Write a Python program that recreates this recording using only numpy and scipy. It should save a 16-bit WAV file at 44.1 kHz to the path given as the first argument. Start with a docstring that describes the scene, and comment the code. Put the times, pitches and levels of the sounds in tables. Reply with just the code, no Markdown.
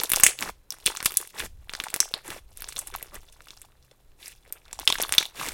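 """Small room, close microphone, table: hands squeeze, stretch and knead thick bead-filled slime.
Bursting air pockets: decaying noise through resonators. Squelch, fizz and peels: clumped grains ringing briefly.
Squeezed air squeaks as short rising tones; walls return a noise tail.
Low handling rumble, background noise and a wavering hum are shaped noise; a faint whine is a sine."""
import sys
import numpy as np
from scipy import signal
from scipy.fft import rfft, irfft, next_fast_len
from scipy.io import wavfile

SR = 44100
rng = np.random.default_rng(int(sys.argv[2]) if len(sys.argv) > 2 else 0)


def file_out(sig):
    """Save sig as 16-bit WAV at sys.argv[1]."""
    # one column per channel
    cols = np.atleast_2d(sig).T
    # limit, then scale
    lim = np.clip(cols, -1, 1)
    pcm = np.round(lim * 32767).astype(np.int16)
    wavfile.write(sys.argv[1], SR, pcm)


N = 243873
T_S = np.arange(N) / SR

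# Hands gripping or pulling the mass: (start [s], end [s], coarse squelch level [dB], fine fizz level [dB])
GRIPS = [(0, 0.29, -49, -54), (0.84, 1.234, -53.5, -56), (1.733, 2.133, -52, -59.5),
         (2.563, 3.035, -55.5, -56), (3.21, 3.628, -67, -63.5), (3.823, 3.87, -78.5, -74),
         (4.336, 4.379, -74, -64.5), (4.48, 4.53, -59.5, -71), (4.7, 4.86, -59.5, -66),
         (4.887, 5.22, -45.5, -52)]
# Squelch spectrum: (frequency [Hz], relative gain [dB])
SQUELCH_SPECTRUM = [(150, -5), (400, -1), (1000, 5), (2000, 3.5), (3500, -2), (6000, -37.5)]
# Fizz spectrum: (frequency [Hz], relative gain [dB])
FIZZ_SPECTRUM = [(1200, -24.5), (2500, -6), (4000, -3), (7000, -3.5), (11000, -1.5), (16000, -2.5)]
# Air pockets bursting: (time [s], peak [dB], pocket pitch [Hz], length scale [ms], plop against pop [dB])
POPS = [(.0008, -8.5, 2310, 0.16, 28), (0.0143, -14, 12400, .35, -2), (0.0353, -6, 11100, 0.63, -10.5),
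        (0.0427, -17, 5040, 0.36, -15), (0.0553, -19.5, 5500, 0.065, 13), (0.095, -10.5, 14000, .26, -37),
        (.101, -10, 10900, 0.78, -36), (.118, 1.5, 9900, 0.92, -7.5), (.1354, 4.5, 12400, 0.21, -5.5),
        (0.156, -13, 8000, .27, -21), (0.1607, 0, 7000, 0.34, -43), (.1667, -11, 5970, .3, -4),
        (0.1698, -15, 7000, 0.35, -14), (0.199, -10.5, 12980, 2.2, -5), (.2075, -15.5, 6660, 0.88, -11),
        (0.2347, 16.5, 8200, .63, -11.5), (0.265, 13, 7900, 0.57, -3.5), (0.2953, -27, 11000, 0.39, -24),
        (0.3893, -12.5, 3000, .18, -27), (0.4084, -12, 6300, 0.25, -26), (.425, -11, 2260, 0.6, -8.5),
        (.7054, -11.5, 5400, 0.19, -22.5), (.7219, -21.5, 3750, 0.11, -23), (0.724, -17.5, 9840, 0.22, -15),
        (0.7857, -30, 8400, .18, -26), (0.8574, -18.5, 3600, 0.61, -34), (0.8616, 4.5, 9300, 0.22, -9.5),
        (0.868, -5, 3400, .4, -28), (.8749, -2, 3550, 0.16, -19), (0.9043, -26, 1200, .8, -10.5),
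        (0.919, -29, 1200, .8, -11), (.9506, -25.5, 1170, 0.87, -14), (.9637, -21, 2830, 0.44, -23),
        (0.9714, -11.5, 5550, 0.092, -6), (1.0039, -18, 1790, 1.3, 8), (1.0279, -12, 9620, 0.2, -3),
        (1.0376, -22.5, 11610, 0.13, -19.5), (1.048, -13, 9040, 0.14, -21), (1.0575, -5.5, 9250, 4.7, -25),
        (1.0591, -5.5, 12000, 2.6, 5.5), (1.0945, -28, 4240, 0.2, -14), (1.1072, -22, 13150, 1.1, -3),
        (1.1206, -15.5, 10400, .12, -22), (1.1411, -18.5, 13150, 0.46, -13), (1.171, 3.5, 9400, 1.4, -25.5),
        (1.2139, -20, 11400, 1, -23), (1.2744, -24.5, 9400, 0.22, -14), (1.3855, -26, 2930, 0.74, -24),
        (1.4022, -13.5, 1790, 0.59, -3.5), (1.695, -17, 1950, .2, 20.5), (1.7362, -19, 4300, .7, 1),
        (1.751, -17.5, 1690, 0.21, 1), (1.801, -10, 2720, 0.13, 7), (1.838, -19.5, 7950, 1.5, 0.5),
        (1.8671, -24, 870, 1.7, -22), (1.8846, -21, 4400, 0.11, 9), (1.9025, -20, 7360, .26, -8),
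        (1.9415, 0, 10000, .15, -11.5), (1.9624, -6, 12350, 0.054, -37), (2.0032, 5, 6800, 0.56, -47),
        (2.1395, -8, 3600, 0.19, 4.5), (2.2798, -20.5, 8700, 0.4, -9), (2.304, -14, 10760, .12, -3.5),
        (2.5732, -21, 10370, 0.31, -25.5), (2.581, -32, 11200, .12, -23), (2.6064, -27, 13200, 1, -21),
        (2.6212, -18, 11610, 0.82, -4), (2.6433, -19.5, 4330, 0.27, 3), (2.6883, -17.5, 8350, 0.45, -12),
        (2.724, -24.5, 3960, 1.1, 19), (2.7633, -14, 3530, 0.07, -19), (2.7677, -18.5, 3700, 0.39, -3),
        (2.779, -23, 7260, 3.2, -11), (2.7899, -13.5, 8000, 2.9, -19), (2.872, -23.5, 8600, 3.9, -10),
        (2.9398, -24, 1500, 6.5, -1), (2.95, -19, 970, 1.9, -8), (2.9613, -14, 13400, 0.09, -32),
        (3.0271, -17.5, 11300, 1.07, -12.5), (3.1432, -28, 13400, 3.9, -22), (3.1541, -27, 7200, 2.1, -4),
        (3.287, -43.5, 3060, 2.1, -16), (3.325, -39, 6430, 0.81, -11), (3.406, -33, 1324, 0.54, -8.5),
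        (3.471, -38, 1010, 0.9, -13), (3.4844, -33, 2950, 1.7, 21), (3.5062, -24, 2600, 0.25, -2),
        (3.573, -36, 4260, 2, -32), (3.617, -27, 8600, 0.37, -22), (3.6488, -43, 778, 1.5, -5),
        (3.72, -50, 2510, .5, -5), (3.826, -48.5, 4074, 1.3, -14.5), (3.9122, -43, 2565, 1.9, 0),
        (3.915, -47.5, 447, 2.1, -12), (4.003, -52, 650, 1.1, -6), (4.118, -53.5, 1795, 1, -1),
        (4.228, -34, 2670, 2.1, -22), (4.259, -29, 4960, 1, -17.5), (4.28, -25.5, 8700, 1.1, -28),
        (4.5248, -13, 13100, 1.07, -24), (4.6542, -45, 3260, 0.61, -11), (4.681, -39.5, 3340, 0.61, 11),
        (4.712, -36.5, 3700, 1.3, 6), (4.7298, -15.5, 6070, 0.39, -20), (4.755, -42, 1090, 2.7, 5),
        (4.79, -21, 790, 0.76, -3), (4.7978, -12, 10900, 0.11, -45), (4.816, -31, 3030, 2.2, 6),
        (4.8528, -29, 9040, 2.3, -21), (4.8757, 4.5, 2770, 1.83, -11), (4.9013, -8, 890, 1.1, 2),
        (4.9247, -5.5, 3570, 0.36, -15), (4.9552, -15.5, 1540, 1.1, 0), (4.9843, -18.5, 1100, 1.9, 1),
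        (5.0, -14, 523, 0.42, -5.5), (5.0045, -16, 1850, 4.5, 3), (5.017, -10, 5700, 0.45, -15),
        (5.025, -6.5, 12100, 0.77, -38), (5.0352, -12.5, 3620, 0.71, -14), (5.083, -25, 10900, .8, -15),
        (5.093, -17.5, 8950, 0.38, 0), (5.1238, 0, 8650, 0.2, -12), (5.133, -15, 6250, .95, -2),
        (5.1393, -6.5, 2680, 0.22, -10), (5.1498, -10.5, 13900, 0.3, -9), (5.1815, 5, 3260, 1.64, -6.5),
        (5.2103, -19, 5480, 1.8, 24), (5.2269, -18, 2420, 1.6, 2), (5.2546, -18, 3680, 0.27, -43),
        (5.397, -25, 2240, 1.9, -1), (5.432, -21.5, 1070, 0.52, -4), (5.487, -11, 8700, 0.19, -9)]
# Wall echo decay: (frequency [Hz], T60 [s])
WALL_T60 = [(300, .2), (1500, .18), (4000, .21), (8000, .22), (15000, .14)]
# Wall echo strength: (frequency [Hz], relative level [dB])
WALL_RETURN = [(300, -13), (1500, -10), (3500, 0), (8000, 0), (15000, -3)]
# Handling through the table: (time [s], level [dB])
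RUMBLE_LEVEL = [(0.0, -61.5), (0.28, -45.5), (0.38, -66.5), (0.48, -39), (0.58, -60), (0.91, -47),
                (1.02, -62), (1.05, -45), (1.32, -67), (1.45, -44.5), (2.22, -64), (2.39, -46),
                (3.79, -59.5), (5.16, -48), (5.27, -65), (5.53, -38)]
# Table rumble spectrum: (frequency [Hz], relative gain [dB])
RUMBLE_SPECTRUM = [(15, 6.5), (35, -7.5), (60, -7.5), (130, -23), (250, -38.5)]
# Room and microphone noise spectrum: (frequency [Hz], relative gain [dB])
HUSH_SPECTRUM = [(88, -31), (150, -1), (222, -8), (378, -4.5), (1360, -15.5), (3930, -20), (4690, -23),
                 (11400, -22.5), (15300, -21.5), (16500, -39.5)]
# Skin or a slack sheet peeling off: (start [s], end [s], wet body level [dB], bright rustle level [dB])
PEELS = [(0.368, 0.517, -36.5, -38), (1.33, 1.481, -39.5, -38), (2.221, 2.405, -42.5, -44.5),
         (3.102, 3.19, -45.5, -51), (4.174, 4.345, -60.5, -48.5), (5.336, 5.56, -37.5, -37)]
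# Wet peel body spectrum: (frequency [Hz], relative gain [dB])
BODY_SPECTRUM = [(70, 6.5), (200, 8.5), (500, 0), (1000, 4), (2000, 2.5), (3500, -66), (6000, -49)]
# Bright peel rustle spectrum: (frequency [Hz], relative gain [dB])
RUSTLE_SPECTRUM = [(1200, -13), (2500, -2), (4000, -7.5), (7000, -7), (11000, -7), (16000, -13.5)]
# Air squeezed through a narrow gap: (start [s], end [s], first pitch [Hz], last pitch [Hz], level [dB])
SQUEAKS = [(1.8, 1.826, 4200, 5320, -53), (3.12, 3.17, 560, 630, -50)]

GRIP_RISE_DB_PER_S, GRIP_FALL_DB_PER_S = 197.5, 149.5
REST_DB = (-86.5, -80.5)  # squelch, fizz: the mass settling by itself
AFTER_DB, AFTER_T60_S = (-43.5, -40), 0.16  # squelch, fizz: torn walls crackle after a burst
AFTER_SHARE = 0.85  # share of the burst's dB passed to the crackle
HUSH_DB = -68.5
WHINE_HZ, WHINE_DB = 4000, -87
HUM_HZ, HUM_WIDTH_HZ, HUM_DB = 127, 6, -72.5
SWELL_DB = 10  # peel edges lie this far below its middle
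TUG_S, TUG_DB, LAST_TUG_S = 0.0646, 2.5, 0.019  # period, depth, last tug crest before the end
CUTOFF_HZ = 16900


def from_db(db):
    """Decibels to amplitude."""
    return 10 ** (np.asarray(db) / 20)


def rms_one(x):
    """Scales x to rms 1."""
    return x / np.sqrt(np.mean(x ** 2) + 1e-20)


def at_hz(points, hz):
    """Reads a table along log frequency."""
    table_hz, values = np.transpose(points)
    return np.interp(np.log(hz), np.log(table_hz), values)


def coloured(x, spectrum):
    """Filters x by a spectrum that falls to -60 dB an octave beyond its ends; rms 1."""
    size = next_fast_len(N)
    hz = np.arange(1, size // 2 + 2) * SR / size
    below, above = (spectrum[0][0] / 2, -60), (spectrum[-1][0] * 2, -60)
    closed = [below] + list(spectrum) + [above]
    gain = from_db(at_hz(closed, hz))
    return rms_one(irfft(rfft(x, size) * gain, size)[:N])


def resonance(x, hz, width_hz):
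    """Two-pole resonance, gain 1 on top."""
    r = np.exp(-np.pi * width_hz / SR)
    feed = np.array([1, 0, -1]) * (1 - r * r) / 2
    back = [1, -2 * r * np.cos(2 * np.pi * hz / SR), r * r]
    return signal.lfilter(feed, back, x)


def resonance_pair(x, hz, width_hz):
    """Two equal resonances in series, for steeper skirts."""
    return resonance(resonance(x, hz, width_hz), hz, width_hz)


def drift(rate_hz):
    """Slow random wander: noise under a double low-pass, rms 1."""
    settle = 9000
    r = np.exp(-2 * np.pi * rate_hz / SR)
    slow = signal.lfilter([1], [1, -2 * r, r * r], rng.standard_normal(N + settle))
    return rms_one(slow[settle:])


def grains(per_s, clump_db, low_hz, high_hz, cycles, smooth):
    """Tiny strands snap in clumps, each ringing a few cycles at its own pitch, over a smooth wet hiss."""
    sizes = from_db(5.5 * np.minimum(rng.exponential(1, N), 4)) * rng.choice([-1, 1], N)
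    born = rng.random(N) < per_s * from_db(clump_db * drift(25)) / SR
    strikes = sizes * born
    pitch_index = rng.integers(0, 12, N)
    ringing = 0
    for k, hz in enumerate(np.geomspace(low_hz, high_hz, 12)):
        struck = strikes * (pitch_index == k) + 1e-18
        ringing = ringing + rms_one(resonance_pair(struck, hz, hz / cycles))
    wide_cracks = rms_one(strikes * (pitch_index < 2))  # some crack across all pitches
    snaps = rms_one(ringing) + 0.8 * wide_cracks
    hiss = rng.standard_normal(N) * from_db(1.9 * drift(40))
    return rms_one(snaps) + smooth * hiss


def tearing_gains():
    """Squelch and fizz gains follow the grip and flare after every burst."""
    bursts = np.zeros(N)
    for s, peak_db, *_ in POPS:
        bursts[round(s * SR)] = from_db(AFTER_SHARE * peak_db)
    flare = signal.lfilter([1], [1, -from_db(-60 / (AFTER_T60_S * SR))], bursts)
    gains = from_db(REST_DB)[:, None] + from_db(AFTER_DB)[:, None] * flare
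    for start_s, end_s, *level_db in GRIPS:
        rise_db = GRIP_RISE_DB_PER_S * np.maximum(start_s - T_S, 0)
        fall_db = GRIP_FALL_DB_PER_S * np.maximum(T_S - end_s, 0)
        gains = gains + from_db(level_db)[:, None] * from_db(-rise_db - fall_db)
    return gains


def tearing():
    """The sticky mass tears: coarse grains squelch, fine grains fizz."""
    coarse_gain, fine_gain = tearing_gains()
    squelch = coloured(grains(600, 5.0, 303, 3000, cycles=1.82, smooth=0.21), SQUELCH_SPECTRUM)
    fizz = coloured(grains(1300, 5.0, 2500, 11000, cycles=2.5, smooth=0.22), FIZZ_SPECTRUM)
    return coarse_gain * squelch + fine_gain * fizz


def pops(sharpness, edge_db, breath, plop_hz, thud_db):
    """A film snaps and rushing air rings the pocket; a low plop and a jolt of the mass go with it."""
    size = 600
    out, t = np.zeros(N + size), np.arange(size) / SR
    air = rng.standard_normal((len(POPS), size))
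    plop_spread = rng.uniform(-1, 1, len(POPS))
    thud = np.sin(np.pi * np.clip(t / 0.0013, 0, 1)) ** 2  # one 1.3 ms jolt
    for (s, peak_db, hz, ms, plop_db), rush, spread in zip(POPS, air, plop_spread):
        push = breath * rush * np.exp(-t / (0.0014 * ms))  # time constant is 1.4 times the length scale
        push[0] = 1 + ms  # the film lets go
        hz = min(hz, 0.4 * SR)
        pocket = resonance(resonance(push, hz, hz / sharpness), hz, hz / 0.5)
        # small, quick pockets crack wide
        snap_gain = from_db(edge_db) * (hz / 5000) ** 0.94 / (ms + 0.69)
        pop = pocket + snap_gain * push * np.exp(-t / 0.00036)
        low_hz = plop_hz * 2 ** (0.6 * spread)
        plop = resonance(resonance(push, low_hz, low_hz / 0.5), low_hz, low_hz / 0.15)
        low = plop / np.linalg.norm(plop) + from_db(thud_db) * thud
        pop = pop / np.linalg.norm(pop) + from_db(plop_db) * low
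        at = round(s * SR)
        out[at:at + size] += from_db(peak_db) * pop / np.abs(pop).max()
    return out[:N]


def room(x):
    """Dense wall echoes: noise that fades in over 2 ms and dies band by band."""
    t, echo = np.arange(SR // 2) / SR, 0
    edges_hz = np.geomspace(200, 17000, 11)
    for low_hz, high_hz in zip(edges_hz, edges_hz[1:]):
        band_filter = signal.butter(2, [low_hz, high_hz], "band", fs=SR, output="sos")
        band = signal.sosfilt(band_filter, rng.standard_normal(len(t)))
        hz = np.sqrt(low_hz * high_hz)
        echo = echo + band * from_db(at_hz(WALL_RETURN, hz) - 60 * t / at_hz(WALL_T60, hz))
    near = from_db(18) * np.exp(-t / 0.0031)  # table and hands answer first and strongest
    echo = echo * (1 + near) * np.clip(t / 0.002, 0, 1)
    return signal.fftconvolve(x, echo / np.linalg.norm(echo))[:N]


def table_rumble():
    """Handling through the table: low noise in uneven nudges."""
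    lumps = from_db(3.5 * drift(7))
    noise = coloured(rng.standard_normal(N), RUMBLE_SPECTRUM)
    time_s, level_db = np.transpose(RUMBLE_LEVEL)
    return from_db(np.interp(T_S, time_s, level_db)) * rms_one(lumps * noise)


def hush():
    """Room and microphone noise: steady shaped noise."""
    return from_db(HUSH_DB) * coloured(rng.standard_normal(N), HUSH_SPECTRUM)


def whine():
    """A faint steady electronic tone: one sine, level as rms."""
    return np.sqrt(2) * from_db(WHINE_DB) * np.sin(2 * np.pi * WHINE_HZ * T_S)


def hum():
    """A faint low hum that wavers: noise through a narrow resonance."""
    narrow = resonance_pair(rng.standard_normal(N), HUM_HZ, HUM_WIDTH_HZ)
    return from_db(HUM_DB) * rms_one(narrow)


def peels():
    """Many strands let go at once in stick-slip tugs: a lumpy rustle that swells and stops short."""
    body = coloured(grains(800, 1.0, 325, 4170, cycles=1.75, smooth=1.0), BODY_SPECTRUM)
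    rustle = coloured(grains(3000, 2.7, 1740, 14230, cycles=2.9, smooth=1.0), RUSTLE_SPECTRUM)
    out = 0
    for start_s, end_s, body_db, rustle_db in PEELS:
        pulling = np.clip((T_S - start_s) / 0.043, 0, 1) * np.clip((end_s - T_S) / 0.024, 0, 1)
        along = np.clip((T_S - start_s) / (end_s - start_s), 0, 1)
        swell_db = SWELL_DB * (np.sin(np.pi * along) - 1)
        tugs_db = TUG_DB * np.cos(2 * np.pi * (end_s - LAST_TUG_S - T_S) / TUG_S)
        strands = from_db(body_db) * body + from_db(rustle_db) * rustle
        out = out + pulling * from_db(swell_db + tugs_db) * strands
    return out


def squeaks(overtone_db):
    """A fluttering slit: a rising tone with a strong second harmonic."""
    out = 0
    for start_s, end_s, first_hz, last_hz, level_db in SQUEAKS:
        along = np.clip((T_S - start_s) / (end_s - start_s), 0, 1)
        phase = 2 * np.pi * np.cumsum(first_hz + (last_hz - first_hz) * along) / SR
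        tone = np.sin(phase) + from_db(overtone_db) * np.sin(2 * phase)
        out = out + np.sin(np.pi * along) * from_db(level_db) * tone
    return out


def scene():
    """Slime in the room, over table rumble and background noise."""
    torn = tearing()
    bursts = pops(sharpness=2.53, edge_db=-13, breath=0.97, plop_hz=1200, thud_db=-27)
    rumble = table_rumble()
    background = hush() + whine() + hum()
    slime = torn + bursts + peels() + squeaks(overtone_db=-1.5)
    return (slime + from_db(-10) * room(slime) + rumble + background)[None]


def record(dry):
    """The loudest pops overload the input and clip; the top is cut."""
    top_cut = signal.cheby2(18, 80, CUTOFF_HZ, fs=SR, output="sos")
    return signal.sosfilt(top_cut, np.clip(dry, -0.7, 0.7))


dry = scene()
out = record(dry)
file_out(out)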